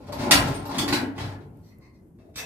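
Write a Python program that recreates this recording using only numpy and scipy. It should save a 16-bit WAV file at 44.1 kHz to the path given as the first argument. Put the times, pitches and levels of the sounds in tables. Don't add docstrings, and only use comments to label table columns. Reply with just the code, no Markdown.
import sys
import numpy as np
from scipy import signal
from scipy.fft import rfft, irfft, next_fast_len
from scipy.io import wavfile
from scipy.ndimage import uniform_filter1d

SR = 44100
rng = np.random.default_rng(int(sys.argv[2]) if len(sys.argv) > 2 else 0)


def invert_db(x):
    u = np.asarray(x, float) / 20
    return 10 ** u


def put_to_file(sound):
    columns = np.atleast_2d(sound).T
    safe = np.clip(columns, -1, 1)
    whole_steps = np.round(safe * 32767)
    wavfile.write(sys.argv[1], SR, whole_steps.astype(np.int16))


N = 108045
T = np.arange(N) / SR

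# frequency in Hz, level in dB.
FIRE_SPECTRUM = [(50, 3), (120, 2), (320, -3.5), (500, -15.5), (1100, -33), (4000, -53.5), (12500, -43),
                 (16300, -58)]
FIRE_DB, FIRE_FADE_DB_PER_S = -51, -7
# start in seconds, level in dB.
TICKS = [
    (1.5727, -66),
    (1.7862, -63),
    (2.084, -76),
]
# start in seconds, level in dB, rise in seconds, hold in seconds,
# brightness in dB per octave.
HOOK_RUBS = [
    (1.62, -74, 0.014, 0.06, 14.5),
    (1.695, -68.5, 0.0049, 0.024, -1.5),
    (1.8, -64, 0.01, 0.0554, 2),
    (1.93, -73.5, 0.0039, 0.024, 8),
]
# frequency in Hz, width in Hz, level in dB.
HOOK_MODES = [(1066, 27.4, 4), (2080, 11.6, -0.5), (2040, 34, -6.5), (2460, 17, -9), (3960, 30, -19.5),
              (4370, 55, -16), (4340, 26, -7.5), (5006, 8.6, -15.5), (5810, 40, -10), (7500, 87, -19),
              (11800, 240, -20)]
# start in seconds, level in dB, rise in seconds, hold in seconds,
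# brightness in dB per octave.
PAN_NUDGES = [
    (2.183, -75.5, 0.0099, 0.028, -5),
    (2.235, -86, .02, 0.0745, -5),
    (2.338, -63, 0.005, .012, 1.5),
    (2.3565, -46.5, 0.00044, 0.0065, 12.5),
    (2.371, -43, 0.0041, .002, 13.5),
    (2.378, -36.5, 0.00087, 0.0077, -3.5),
    (2.392, -34.5, 0.0012, 0.0053, -6.5),
    (2.408, -57, 0.003, .008, -21),
    (2.43, -50, 0.0036, .03, -17),
]
# frequency in Hz, width in Hz, level in dB.
PAN_MODES = [(845, 87, -7), (1410, 70, -31), (2074, 34, 0), (2610, 22, 5.5), (3768, 40, 7),
             (4230, 53, -0.5), (4840, 26, -4), (5840, 72, 3.5), (7860, 120, -13.5), (8200, 67, -10),
             (10170, 100, -14), (11850, 110, -17)]
# frequency in Hz, level in dB.
PAN_SCRAPE = [(240, -39), (400, -29.5), (3200, -15.5), (5680, -7.5), (15600, -25.5), (16300, -7)]
PAN_SCRAPE_DB, RELEASE_S = 1, 0.0034
HOOK_WIDEN, PAN_WIDEN = 6, 5

# time in seconds, boom of the box in dB, weight on the plate in dB,
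# grit under the edge in dB.
DRAG = [(0, -63, -47, -61), (.07, -45, -50.5, -64), (.12, -32.5, -44, -87), (0.191, -32.5, -27, -40),
        (0.238, -56, -26.5, -39.5), (.3, -35.5, -22.5, -55), (0.419, -25.5, -28.5, -37.5),
        (.6, -43.5, -38.5, -55.5), (.7, -48, -38, -58), (0.768, -37.5, -28, -44.5), (.86, -37, -31.5, -86),
        (0.93, -33.5, -26.5, -33), (1.021, -38, -52, -52.5), (1.122, -52, -47, -77),
        (1.188, -34.5, -40, -45), (1.324, -41, -42, -58), (1.399, -49.5, -57, -104.5),
        (1.552, -52, -61.5, -80.5)]
GRAINS_PER_S, GRAIN_SPREAD_DB, LIFT_DB_PER_S = 2500, 5, 60
# start in seconds,
# clang in dB, extra brightness in dB, thud in dB, thud pitch in Hz.
CATCHES = [(0.069, -42, 4, -40.5, 596), (0.085, -46.5, 3, -20.5, 590), (0.123, -29.5, 5.5, -24, 747),
           (.31, -4.5, 11, -13.5, 595), (0.474, -35, 13.5, -23, 680), (0.541, -35.5, 5.5, -54.5, 394),
           (0.654, -38.5, 10, -26.5, 970), (0.691, -41, 12.5, -25, 980), (0.711, -28, -12, -30.5, 910),
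           (0.745, -22.5, -2, -40.5, 890), (0.783, -18.5, 8.5, -30.5, 284), (0.8788, -16, 2.5, -23, 280),
           (0.926, -14.5, 5.5, -18.5, 280), (1.022, -48.5, -6.5, -19, 280), (1.164, -49, -15, -46.5, 501),
           (1.18, -25, -20, -28, 880), (1.205, -29, -32, -24, 288), (1.404, -48.5, -15.5, -38, 398),
           (2.187, -57.5, -5, -49.5, 628), (2.249, -69.5, 5.5, -47.5, 485)]
CHATTER_S, BRIGHT_HZ = .0075, 6700
THUD_S, THUD_SPREAD_OCT = 0.011, 0.36
# frequency in Hz, level in dB, t60 in seconds.
STOVE_MODES = [(70, -13.5, 0.23), (99.6, -6, 0.63), (137.9, 1.5, .1), (188, -19.5, 0.073),
               (248, -19, 0.031), (280, 1, 0.098), (355, 1, 0.028), (422.7, -7, 0.062), (590, -11.5, 0.06),
               (674, -8, 0.02), (865, 2, 0.016), (901.4, -14.5, 0.048), (1044, -7, 0.039),
               (1380, -5.5, 0.016)]
BOX_TOP_HZ = 210
# frequency in Hz, level in dB.
RASP_SPECTRUM = [(150, -27.5), (350, 2), (700, -1.5), (1300, -6.5), (2500, -12), (5000, -38.5)]
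RASP_DB = -9.5
# start in seconds, level in dB, frequency in Hz, t60 in seconds.
BITES = [(.004, -37.5, 574, 0.022), (.04, -47, 594, 0.058), (.073, -55, 4600, 0.017),
         (.125, -40.5, 11550, .02), (.3105, -17, 9190, 0.031), (.312, -13, 4450, .03),
         (.314, -16.5, 2860, 0.017), (.312, -21.5, 1710, 0.027), (.312, -25.5, 10200, 0.032),
         (.48, -58, 3440, .04), (.542, -38, 8920, 0.05), (.655, -39, 12660, 0.036),
         (.69, -31.5, 882, 0.035), (.784, -18.5, 3450, 0.01), (.786, -26, 1590, 0.022),
         (.788, -32, 5540, 0.024), (.881, -29.5, 2040, 0.026), (.882, -35, 4130, 0.036),
         (.927, -22.5, 2380, 0.016), (.928, -17.5, 4030, 0.0067), (.945, -28, 1935, 0.047),
         (.965, -27, 1660, 0.022), (1.182, -34.5, 2060, 0.022), (1.27, -46, 869, .04),
         (1.31, -41, 1720, 0.034), (2.2, -50, 652, .06), (2.24, -52.5, 656, 0.041), (2.285, -51, 640, .06),
         (2.205, -46.5, 385, .08), (2.25, -45.5, 389, 0.056), (1.182, -35, 880, 0.051),
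         (.783, -21, 3960, .002), (.927, -20, 2960, 0.0012), (.79, -21.5, 285.4, 0.18)]
BITE_S = 0.0047
# frequency in Hz, level in dB, t60 in seconds.
METAL_MODES = [(1647, -12, .1), (2020, -12, .1), (2283, -11, .1), (2875, -8, .1), (3413, -8, .1),
               (3520, -9, .1), (3941, -10, .1), (4407, -9, .08), (4742, -8, .12), (5577, -4, .12),
               (5830, -8, .1), (7407, -9, .1), (8083, -6, .12), (8995, 0, .1),
               (9950, -3, .07), (10350, -6, .07), (10690, -10, .07), (10975, -8, .08), (11430, -10, .08),
               (12125, -5, .1), (13200, -8, .08), (13920, -11, .06), (14300, -8, .09), (15480, -6, .12)]
LID_RING_DB, GRIT_RING_DB = -15, -20
# frequency in Hz, level in dB.
CLANG_SPECTRUM = [(400, -13), (800, -4), (2100, -3.5), (3100, -7.5), (4400, -5), (6600, -14.5), (9500, -19),
                  (16300, -26.5)]
WANDER_DB, WANDER_HZ = 3, 16

# frequency in Hz, t60 in seconds.
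ROOM_T60 = [(60, 0.12), (300, 0.63), (1000, 0.54), (4000, 0.21), (14000, 0.215)]
# frequency in Hz, side against mid in dB.
WIDTH = [(60, -21.5), (200, -14), (500, -6.5), (1000, 0), (12000, -0.5)]
ROOM_DB, ROOM_GAP_S = 4.5, 0.0019
PLACES, PLACE_S, EVEN_HZ = 4, .07, 50
LEFT_LAG_S, LEFT_DB = 0.000098, -0.44
# frequency in Hz, level in dB.
PORTS = [(60, 1), (130, -0.5), (290, 2), (640, 1), (1410, 4), (3100, -1), (6820, -1), (15000, 4.5)]
MIC_LOW_HZ, MIC_TOP_HZ, PEAK_LIMIT = 54, 16150, .86


def rms_one(x):
    return x / np.sqrt(np.mean(x ** 2) + 1e-20)


def at_hz(points, hz):
    p = np.array(points)
    return np.interp(np.log(np.maximum(hz, 1)), np.log(p[:, 0]), p[:, 1])


def colour(x, spectrum):
    size = next_fast_len(N + 4096)
    gain = invert_db(at_hz(spectrum, np.fft.rfftfreq(size, 1 / SR)))
    return irfft(rfft(x, size) * rms_one(gain), size)[..., :N]


def drift(rate_hz):
    r = np.exp(-2 * np.pi * rate_hz * 40 / SR)
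    white = rng.standard_normal(N // 40 + 2002)
    slow = signal.lfilter([1], [1, -2 * r, r * r], white)[2000:]
    return np.interp(np.arange(N) / 40, np.arange(len(slow)), rms_one(slow))


def wander():
    return invert_db(WANDER_DB * drift(WANDER_HZ))


def ring(x, hz, t60):
    r = invert_db(-60 / (max(t60, .0005) * SR))
    w = 2 * np.pi * hz / SR
    return signal.lfilter([0, np.sin(w)], [1, -2 * r * np.cos(w), r * r], x + 1e-18)


def grains():
    size_db = GRAIN_SPREAD_DB * np.minimum(rng.exponential(1, N), 4)
    sizes = invert_db(size_db) * rng.choice([-1, 1], N)
    return rms_one(sizes * (rng.random(N) < GRAINS_PER_S / SR))


def spread(mid, side):
    size = next_fast_len(len(mid) + 4096)
    width = invert_db(at_hz(WIDTH, np.fft.rfftfreq(size, 1 / SR)))
    side = irfft(rfft(side, size) * width, size)[:len(mid)]
    return np.array([mid + side, mid - side])


def fire():
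    mid, side = colour(rng.standard_normal((2, N)), FIRE_SPECTRUM)
    flicker_db = 1.5 * drift(12.0)
    fade_db = FIRE_FADE_DB_PER_S * (np.clip(T, 1.3, 2.05) - 2)
    return invert_db(FIRE_DB + fade_db + flicker_db) * spread(mid, side)


def ticks():
    snaps = np.zeros(N)
    for s, db in TICKS:
        snaps[int(s * SR)] = invert_db(db + 9.5)
    return np.diff(ring(snaps, 11740, 0.002) + ring(snaps, 8020, 0.001) * .5, prepend=0)


def rubbed(strokes, modes, widen):
    rub = rng.standard_normal(N) + .5 * grains()
    envelopes = []
    for s, db, rise_s, hold_s, tilt_db in strokes:
        attack = np.clip((T - s) / rise_s, 0, 1)
        release = np.clip((s + rise_s + hold_s - T) / RELEASE_S + 1, 0, 1)
        envelopes.append((invert_db(db) * attack * release, tilt_db))
    rings = 0
    for hz, width_hz, db in modes:
        force = sum(e * invert_db(tilt_db * np.log2(hz / 2500)) for e, tilt_db in envelopes)
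        t60 = 2.2 / (width_hz * widen)
        rings = rings + invert_db(db - 24) * ring(rub * force, hz, t60)
    return rings, rub * sum(e for e, _ in envelopes)


def hook():
    rings, _ = rubbed(HOOK_RUBS, HOOK_MODES, HOOK_WIDEN)
    return invert_db(3.5) * rings


def pan():
    rings, rub = rubbed(PAN_NUDGES, PAN_MODES, PAN_WIDEN)
    return rings + invert_db(PAN_SCRAPE_DB) * colour(rub, PAN_SCRAPE)


def dragged(column):
    rows = np.array(DRAG)
    level_db = np.interp(T, rows[:, 0], rows[:, column])
    return invert_db(level_db - LIFT_DB_PER_S * np.maximum(T - rows[-1, 0], 0))


def bursts(levels_db, decay_s):
    starts = np.full(N, 1e-18)
    starts[(np.array(CATCHES)[:, 0] * SR).astype(int)] = invert_db(levels_db)
    return signal.lfilter([1], [1, -np.exp(-1 / (decay_s * SR))], starts)


def stove():
    *_, thud_db, thud_hz = np.transpose(CATCHES)
    box, plate = (dragged(column) * grains() for column in (1, 2))
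    noise = rng.standard_normal(N)
    out = invert_db(RASP_DB) * colour(plate, RASP_SPECTRUM)
    for hz, db, t60 in STOVE_MODES:
        off_pitch_db = 6 * (np.log2(hz / thud_hz) / THUD_SPREAD_OCT) ** 2
        thud = noise * bursts(thud_db - db - off_pitch_db, THUD_S)
        weight = box if hz < BOX_TOP_HZ else plate
        out = out + ring((weight * wander() + thud) * invert_db(db - 30), hz, t60)
    return out


def bites():
    noise = rng.standard_normal((len(BITES), SR // 20)) * np.exp(-T[:SR // 20] / BITE_S)
    out = np.zeros(N + SR)
    for (s, db, hz, t60), burst in zip(BITES, noise):
        sound = ring(np.pad(burst, (0, SR // 5)), hz, t60)
        out[int(s * SR):][:len(sound)] += invert_db(db) * sound / np.abs(sound).max()
    return out[:N]


def lid():
    grit = dragged(column=3) * grains()
    _, clang_db, bright_db, _, _ = np.transpose(CATCHES)
    noise = invert_db(-9) * (rng.standard_normal(N) + 1.03 * grains())
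    blows = 0
    for kind, db in (("low", clang_db), ("high", clang_db + bright_db)):
        split = signal.butter(1, BRIGHT_HZ, kind, fs=SR, output="sos")
        blows = blows + signal.sosfilt(split, noise * bursts(db, CHATTER_S))
    drive = invert_db(GRIT_RING_DB) * grit + invert_db(LID_RING_DB) * blows
    rings = sum(invert_db(db - 32.0) * ring(drive * wander(), hz, t60) for hz, db, t60 in METAL_MODES)
    return colour(grit + blows, CLANG_SPECTRUM) + rings


def room_tails():
    t, tails = T[:SR], 0
    edges_hz = 36 * 2 ** np.arange(0, 9.3, .5)
    white = rng.standard_normal((2, PLACES, 2, SR))
    onset = np.clip(t / ROOM_GAP_S - 1, 0, 1)
    for k, (low, high) in enumerate(zip(edges_hz, edges_hz[1:])):
        t60 = at_hz(ROOM_T60, np.sqrt(low * high))
        band_pass = signal.butter(2, [low, high], "band", fs=SR, output="sos")
        band = signal.sosfilt(band_pass, white[k % 2])
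        tails = tails + band * invert_db(-60 * t / t60) * onset / np.sqrt(t60 * SR / 14)
    spectrum = rfft(tails)
    power = uniform_filter1d(np.abs(spectrum) ** 2, size=EVEN_HZ)
    return irfft(spectrum / np.sqrt(power + 1e-4), SR) * (t < .8)


def kitchen(x):
    wet = 0
    for k, tail in enumerate(room_tails()):
        away = np.abs((T / PLACE_S - k + PLACES / 2) % PLACES - PLACES / 2)
        here = x * np.cos(np.pi / 2 * np.minimum(away, 1))
        wet = wet + signal.fftconvolve(here[None], spread(*tail), axes=1)[:, :N]
    left = invert_db(LEFT_DB) * np.interp(T - LEFT_LAG_S, T, x)
    return np.array([left, x]) + invert_db(ROOM_DB) * wet


def scene():
    metal = invert_db(-4) * (hook() + pan() + stove() + bites() + lid())
    return fire() + ticks() * invert_db([[2], [-2]]) + kitchen(metal)


def roll_off(x):
    return signal.sosfilt(signal.butter(12, 16480, fs=SR, output="sos"), x)


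def record(dry):
    size = next_fast_len(N + 4096)
    half_db = at_hz(PORTS, np.fft.rfftfreq(size, 1 / SR)) / 2
    x = irfft(rfft(dry, size) * invert_db([half_db, -half_db]), size)[:, :N]
    x = signal.sosfilt(signal.butter(4, MIC_LOW_HZ, "high", fs=SR, output="sos"), x)
    x = x / (1 + (x / PEAK_LIMIT) ** 8) ** (1 / 8)
    x = signal.sosfilt(signal.cheby2(16, 70, MIC_TOP_HZ, fs=SR, output="sos"), x)
    return roll_off(x)


dry = scene()
out = record(dry)
put_to_file(out)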